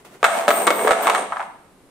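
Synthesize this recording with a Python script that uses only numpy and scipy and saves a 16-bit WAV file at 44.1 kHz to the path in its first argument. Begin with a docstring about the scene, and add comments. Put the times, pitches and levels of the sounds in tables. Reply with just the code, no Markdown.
"""Fingers brush the card of a hand-held box in a small room, over a quiet noise floor: all are shaped noise.
Then a coin runs round a spiral track inside, knocking in about five main bursts of clicks that ring the box.
In between it rolls: dense random contacts rumble the panels, a slack one too, and the metal rings thinly.
Two low thumps jolt the box, the rim chinks once, a faint ring hangs on, and a few soft taps end the run."""
import sys
import numpy as np
from scipy import signal
from scipy.fft import rfft, irfft, next_fast_len
from scipy.io import wavfile
from scipy.ndimage import uniform_filter1d, minimum_filter1d

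SR = 44100
rng = np.random.default_rng(int(sys.argv[2]) if len(sys.argv) > 2 else 0)


def unload_audio(sound):
    """Save the sound as a 16-bit wav file, at the path given as the first command line argument."""
    columns = np.transpose(np.atleast_2d(sound))
    # keep every value between -1 and 1, then stretch to whole-number steps
    steps = np.round(np.clip(columns, -1, 1) * 32767)
    wavfile.write(sys.argv[1], SR, steps.astype(np.int16))


N = 83790
T = np.arange(N) / SR   # time in seconds


def from_db(db):
    """Turn decibels into a gain."""
    return 10 ** (np.asarray(db) / 20)


def unit(x):
    """Scale to an rms of 1."""
    return x / np.sqrt(np.mean(x ** 2) + 1e-20)


def level(rows):
    """Gain over time, drawn through points of seconds and dB; silent outside them."""
    return from_db(np.interp(T, *np.transpose(rows), left=-np.inf, right=-np.inf))


def at_hz(points, hz):
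    """Read a table between its points, on a log-frequency axis."""
    table_hz, values = np.transpose(points)
    return np.interp(np.log(hz + 1e-3), np.log(table_hz), values)


def colour(x, points, keep_energy=True):
    """Filter to a given spectrum without sounding early; can keep the energy of a click."""
    size = 2 * next_fast_len(N)
    gain = from_db(at_hz(points, np.arange(size // 2 + 1) * SR / size))
    if keep_energy:
        gain = unit(gain)
    # folding the cepstrum forward in time gives the filter its minimum phase
    cepstrum = irfft(np.log(gain))
    cepstrum[1:size // 2] *= 2
    cepstrum[size // 2 + 1:] = 0
    response = np.exp(rfft(cepstrum))
    return irfft(rfft(x, size) * response)[..., :N]


def high_pass(x, order, hz):
    """Take away what lies below a frequency."""
    return signal.sosfilt(signal.butter(order, hz, "high", fs=SR, output="sos"), x)


def ring(x, hz, t60):
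    """A resonator: a unit click sets off a sine that starts at height 1 and falls 60 dB in t60 seconds."""
    decay = from_db(-60 / (t60 * SR))
    turn = 2 * np.pi * hz / SR   # radians per sample
    return signal.lfilter([0, np.sin(turn)], [1, -2 * decay * np.cos(turn), decay * decay], x + 1e-18)


def click(s):
    """One unit click at s seconds."""
    return 1. * (np.arange(N) == int(s * SR))


def spread(mid, side):
    """Make left and right from two signals: alike in the bass, apart in the treble."""
    # Level of side against mid. Each row: frequency in Hz, level in dB.
    width = [(60, -0.5), (150, -19.5), (300, -13.5), (700, -9.5), (1400, -5), (2800, -1.5), (6000, -1),
             (14000, 0.5)]
    return mid + colour(side, width, keep_energy=False) * np.array([[1], [-1]])


def hiss(tone):
    """Smooth stereo noise of a given colour, rms 1."""
    return unit(colour(spread(*rng.standard_normal((2, N))), tone))


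def noise_floor():
    """Quiet steady noise under everything."""
    # Its spectrum. Each row: frequency in Hz, relative level in dB.
    floor_colour = [(25, -8), (55, -7.5), (100, -6), (170, -1), (400, -3), (1000, -11.5), (2500, -21),
                    (6000, -29), (9000, -24), (12500, -30.5), (15500, -46)]
    return from_db(-53) * hiss(floor_colour)


def room(x):
    """Echoes too dense to tell apart: noise that dies at its own rate in each octave."""
    # How long the echo takes to fall 60 dB. Each row: frequency in Hz, time in seconds.
    room_t60 = [(150, 1), (400, 0.68), (900, 0.62), (2200, 0.59), (5000, 0.7), (9000, 0.32), (15000, 0.35)]
    ROOM_DB, ONSET_S = -9, 0.0077
    white = rng.standard_normal((2, 2, N))
    tail = 0
    edges = np.geomspace(70, 18000, 9)
    for k, band in enumerate(zip(edges, edges[1:])):
        octave = signal.butter(2, band, "band", fs=SR, output="sos")
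        noise = signal.sosfilt(octave, white[k % 2])
        t60 = at_hz(room_t60, np.sqrt(np.prod(band)))
        tail = tail + noise * from_db(-60 * T / t60)
    onset = 1 - np.exp(-(T / ONSET_S) ** 2)
    tail = unit(spread(*tail) * onset) / np.sqrt(N)
    return from_db(ROOM_DB) * signal.fftconvolve(x, tail, axes=-1)[:, :N]


def brushing():
    """Fingers slide on the card: coloured noise that swells and fades."""
    # How loud the fingers are. Each row: time in seconds, level in dB.
    brush_level = [(0, -49.5), (.043, -63.5), (.05, -41), (.07, -45.5), (.095, -52.5), (.15, -45.5),
                   (.19, -59), (.222, -47.5), (.24, -82.5)]
    # Spectrum of the brushing. Each row: frequency in Hz, relative level in dB.
    brush_colour = [(100, -24), (400, 3.5), (850, -4), (2000, -10), (5000, -21), (9000, -19.5),
                    (15500, -27)]
    return level(brush_level) * hiss(brush_colour)


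def thumps():
    """The whole box is jolted and answers with a short low tone."""
    # The jolts. Each row: time in seconds, level in dB.
    jolts = [(.481, -38), (.9085, -26)]
    push = sum(from_db(db) * click(s) for s, db in jolts)
    return ring(push, hz=69.4, t60=0.027)


def bumps():
    """Dense random contacts of uneven size, pushing either way."""
    BUMPS_PER_S, BUMP_SPREAD_DB = 1800, 2.8   # average rate; typical extra size
    sizes = from_db(BUMP_SPREAD_DB * np.minimum(rng.exponential(1, N), 4))
    sizes = sizes * rng.choice([-1, 1], N)
    return sizes * (rng.random(N) < BUMPS_PER_S / SR)


def rubbed(modes):
    """Ringing tones (modes) kept going by the rolling contact; rms 1."""
    rub = spread(bumps(), bumps())
    return unit(sum(from_db(db) * unit(ring(rub, hz, t60)) for hz, db, t60 in modes))


def box(force):
    """The panels pass every contact on directly and ring on at their own modes."""
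    # Modes of the panels and the air inside. Each row: frequency in Hz, level in dB over the direct sound,
    # time to fall 60 dB in seconds.
    box_modes = [(430.6, -1, 0.137), (587, 4, 0.15), (669.6, 8.5, 0.2), (750, 5, 0.6), (777, -1.5, 0.18),
                 (910, 3.5, 0.29), (995, -16.5, 0.45), (1140, -1, .1), (1288, 4, 0.17), (1450, -25, 0.13),
                 (1653, -7, 0.027), (2200, 5, 0.059)]
    sound = force
    for hz, db, t60 in box_modes:
        velocity = np.gradient(ring(force, hz, t60), axis=-1) / (2 * np.pi * hz / SR)
        per_peak = 2 * np.log(1000) / (t60 * SR)   # brings the peak of the resonance to about 1
        sound = sound + from_db(db) * per_peak * velocity
    return sound


def slack_panel():
    """Midway along the track the coin crosses a slack panel, which adds a deeper rumble."""
    # Modes of the panel. Each row: frequency in Hz, relative level in dB, time to fall 60 dB in seconds.
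    slack_modes = [(237, -12, 0.04), (310, -13.5, 0.23), (384.2, -5, 0.32), (433.3, 3.5, 0.17),
                   (490, 2, 0.25)]
    # Strength of the rumble. Each row: time in seconds, level in dB.
    slack_level = [(.23, -75), (.42, -37), (.52, -33), (.66, -29.5), (.76, -31.5), (.88, -26), (1.0, -36.5),
                   (1.1, -40.5), (1.22, -33.5), (1.38, -69)]
    return level(slack_level) * high_pass(rubbed(slack_modes), 6, 189)


def rolling():
    """The rim bumps over the grain of the card and the panels rumble."""
    # Strength of the rolling. Each row: time in seconds, level in dB.
    roll_level = [(.22, -75), (.25, -26), (.30, -25.5), (.38, -20.5), (.465, -30.5), (.52, -28), (.60, -21),
                  (.655, -29.5), (.74, -31), (.85, -23.5), (.96, -27.5), (1.02, -22), (1.17, -23),
                  (1.23, -30), (1.30, -42.5), (1.43, -36.5), (1.5, -61)]
    # Spectrum of the rolling. 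Each row: frequency in Hz, relative level in dB.
    roll_colour = [(40, -49.5), (120, -57), (200, -11), (400, -11), (700, 5), (1100, -3.5), (2000, -11.5),
                   (3200, -18), (5000, -27), (8500, -19.5), (12000, -31), (15500, -47)]
    rumble = unit(colour(box(spread(bumps(), bumps())), roll_colour))
    return level(roll_level) * rumble + slack_panel()


def coin():
    """The rubbed rim keeps the metal ringing; it catches once with a chink, then comes free and rings out."""
    # The coin's own modes, in two families. Each row: frequency in Hz, relative level in dB,
    # time to fall 60 dB in seconds.
    low_modes = [(8357, 0, .3), (8450, -5, .02), (8571, 0, .3), (8660, -6, .2)]
    high_modes = [(14380, -3, .04), (14470, -2, .04), (14565, 0, .1)]
    # How strongly each family is rubbed into ringing. Each row: time in seconds, level in dB.
    low_level = [(.23, -65), (.26, -37), (.37, -37.5), (.46, -59), (.5, -33.5), (.57, -27.5), (.655, -29),
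                 (.69, -56), (.75, -34.5), (.865, -30.5), (.89, -41), (1.0, -43.5), (1.025, -35),
                 (1.07, -34.5), (1.10, -43), (1.19, -34), (1.27, -53.5), (1.45, -93)]
    high_level = [(.23, -80), (.28, -48), (.37, -45), (.46, -55), (.5, -34), (.56, -31), (.65, -37),
                  (.69, -46), (.72, -36), (.86, -38), (.9, -57.5), (1.005, -66), (1.025, -30), (1.07, -45),
                  (1.10, -63), (1.18, -60), (1.24, -93)]
    sing = level(low_level) * rubbed(low_modes) + level(high_level) * rubbed(high_modes)
    chink = from_db(-6) * ring(click(.669), hz=8680, t60=0.0071)
    last_ring = from_db(-48) * ring(click(1.181), hz=8640, t60=1.0)
    # the coin sounds only in the treble
    return high_pass(sing + chink + last_ring, 2, 4000)


def blows(rows, tone):
    """Each blow is a click and a scatter of rebounds; hard contacts are brighter, yielding walls deeper."""
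    SCATTER_DB, SCATTER_T60_S = 1.5, 0.046   # the blow rebounds inside the box
    HARD_HZ, GIVE_HZ = 3000, 460             # treble lies above the first, bass below the second
    SPOT_DB, SPOT_Q = 1.5, 6.6               # the struck spot rings briefly
    BOX_LOW_HZ = 130                         # small panels give off little below this
    size = SR // 10
    force = np.zeros((2, N))   # mid and side
    soft = signal.butter(1, HARD_HZ, fs=SR)
    thin = signal.butter(2, GIVE_HZ, "high", fs=SR)
    for s, db, treble_db, bass_db, hz in rows:
        scatter = rng.standard_normal((2, size)) * from_db(-60 * T[:size] / SCATTER_T60_S)
        blow = from_db(SCATTER_DB) * unit(scatter) / np.sqrt(size)
        blow[0, 0] -= 1   # the first click
        dull = signal.lfilter(*soft, blow)
        blow = dull + from_db(treble_db) * (blow - dull)
        bass_gain = from_db(bass_db)
        blow = bass_gain * blow + (1 - bass_gain) * signal.lfilter(*thin, blow)
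        spot = signal.lfilter(*signal.iirpeak(hz, SPOT_Q, fs=SR), blow)
        blow = blow + from_db(SPOT_DB) * spot
        start = int(s * SR)
        force[:, start:start + size] += from_db(db) * blow
    return high_pass(colour(box(spread(*force)), tone), 3, BOX_LOW_HZ)


def taps():
    """Light taps of the coin as it settles."""
    # Each row: start in seconds, relative strength in dB, hardness as treble in dB, give of the wall as bass
    # in dB (next to nothing here), pitch of the struck spot in Hz.
    tap_rows = [(1.322, -14, 1, 0.0056, 1220), (1.3275, -18.5, 1, 0.0033, 1560),
                (1.333, -18, -8, 0.0097, 1140), (1.361, -16, -10, 0.0053, 950),
                (1.369, -18.5, 8.5, 0.0042, 1190), (1.3955, -17, -18, 0.0087, 890),
                (1.403, -12, -1, 0, 910), (1.4165, -18, -14, 0.0081, 1200), (1.4275, -21.5, 1, 0, 930)]
    # Spectrum of the taps. Each row: frequency in Hz, relative level in dB.
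    tap_colour = [(100, -44), (400, -27), (700, 3), (1000, 6), (1600, -1.5), (2600, -14), (5000, -31),
                  (9000, -39), (15500, -59)]
    return from_db(9.5) * blows(tap_rows, tap_colour)


def knocks():
    """The coin knocks against the walls and bounces."""
    # Each row: start in seconds, relative strength in dB, hardness as treble in dB, give of the wall as bass
    # in dB, pitch of the struck spot in Hz.
    knock_rows = [(.2298, -0.5, -6, -6, 700), (.2423, 5, 3, -15, 1640), (.2462, -4, 1, -24.5, 1350),
                  (.2493, -3.5, 2, -9, 1600), (.2555, -12.5, 10, -15, 1370), (.2655, -12.5, 8, -20, 750),
                  (.351, -14, -11, -16, 750), (.4806, -0.5, 6.5, 5, 556), (.4895, -13.5, 14.5, 1, 670),
                  (.4925, -17, 11.5, 3.5, 590), (.5057, -1.5, 3, -0.5, 656), (.5118, -8.5, 5, 2.5, 1240),
                  (.604, -16, -9.5, -2, 830), (.669, -6.5, -8, 7.5, 1740), (.6728, -9.5, 15, -1.5, 1140),
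                  (.6778, 2.5, 2, 2, 1045), (.686, -13.5, -10, -11, 1180), (.705, -3.5, 6, -1.5, 630),
                  (.7105, -7.5, -1.5, 4, 1130), (.793, -10, -16, -12, 660), (.812, -14, 3.5, -13, 660),
                  (.849, -17, -3, 14.5, 406), (.8735, -1.5, -11, 2.5, 770), (.879, -8.5, 8, 0, 1370),
                  (.892, -5.5, -12, 0, 490), (.9085, -1.5, 5.5, 4.5, 1220), (.919, -6.5, 7, 2, 600),
                  (.9325, -8, -2, -3, 1730), (1.0583, -10, -17.5, 4, 700), (1.0707, -2, 2.5, -22, 1080),
                  (1.078, -4.5, 1, -14, 1210), (1.0875, -5.5, -23, 5, 670), (1.0986, -6, 8.5, -5, 960),
                  (1.1025, -6.5, -8, -5.5, 1200), (1.138, -13, -18, -11, 800), (1.149, -8, 6.5, -30, 1210),
                  (1.1575, -8.5, 2, -22, 1190), (1.181, -12.5, 4, -10, 1170)]
    # Spectrum of the knocks. Each row: frequency in Hz, relative level in dB.
    knock_colour = [(40, -55), (110, -46.5), (210, -13), (400, -3), (620, -1), (1250, 0), (1900, -6),
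                    (2800, -13), (3700, -15.5), (5000, -27), (8000, -22), (12000, -32.5), (15500, -40)]
    return from_db(7) * blows(knock_rows, knock_colour)


def scene():
    """Coin, box and fingers in the room, over a quiet floor."""
    PAN_DB = -0.07   # added to the left, taken from the right
    near = brushing() + rolling() + coin() + taps() + knocks()
    near = near * from_db([[PAN_DB], [-PAN_DB]])
    return noise_floor() + room(near) + thumps() + near


def record(dry):
    """A fast limiter holds the hardest knocks at about full scale; then the top is cut."""
    CLIP_LEVEL, LIMIT_S, CUTOFF_HZ = 1.0, .002, 15600
    size = max(int(LIMIT_S * SR), 1)
    needed = np.minimum(1, CLIP_LEVEL / (np.abs(dry) + 1e-9))
    gain = uniform_filter1d(minimum_filter1d(needed, size), size)
    top_cut = signal.ellip(10, .1, 70, CUTOFF_HZ, fs=SR, output="sos")
    return signal.sosfilt(top_cut, dry * gain)


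dry = scene()
out = record(dry)
unload_audio(out)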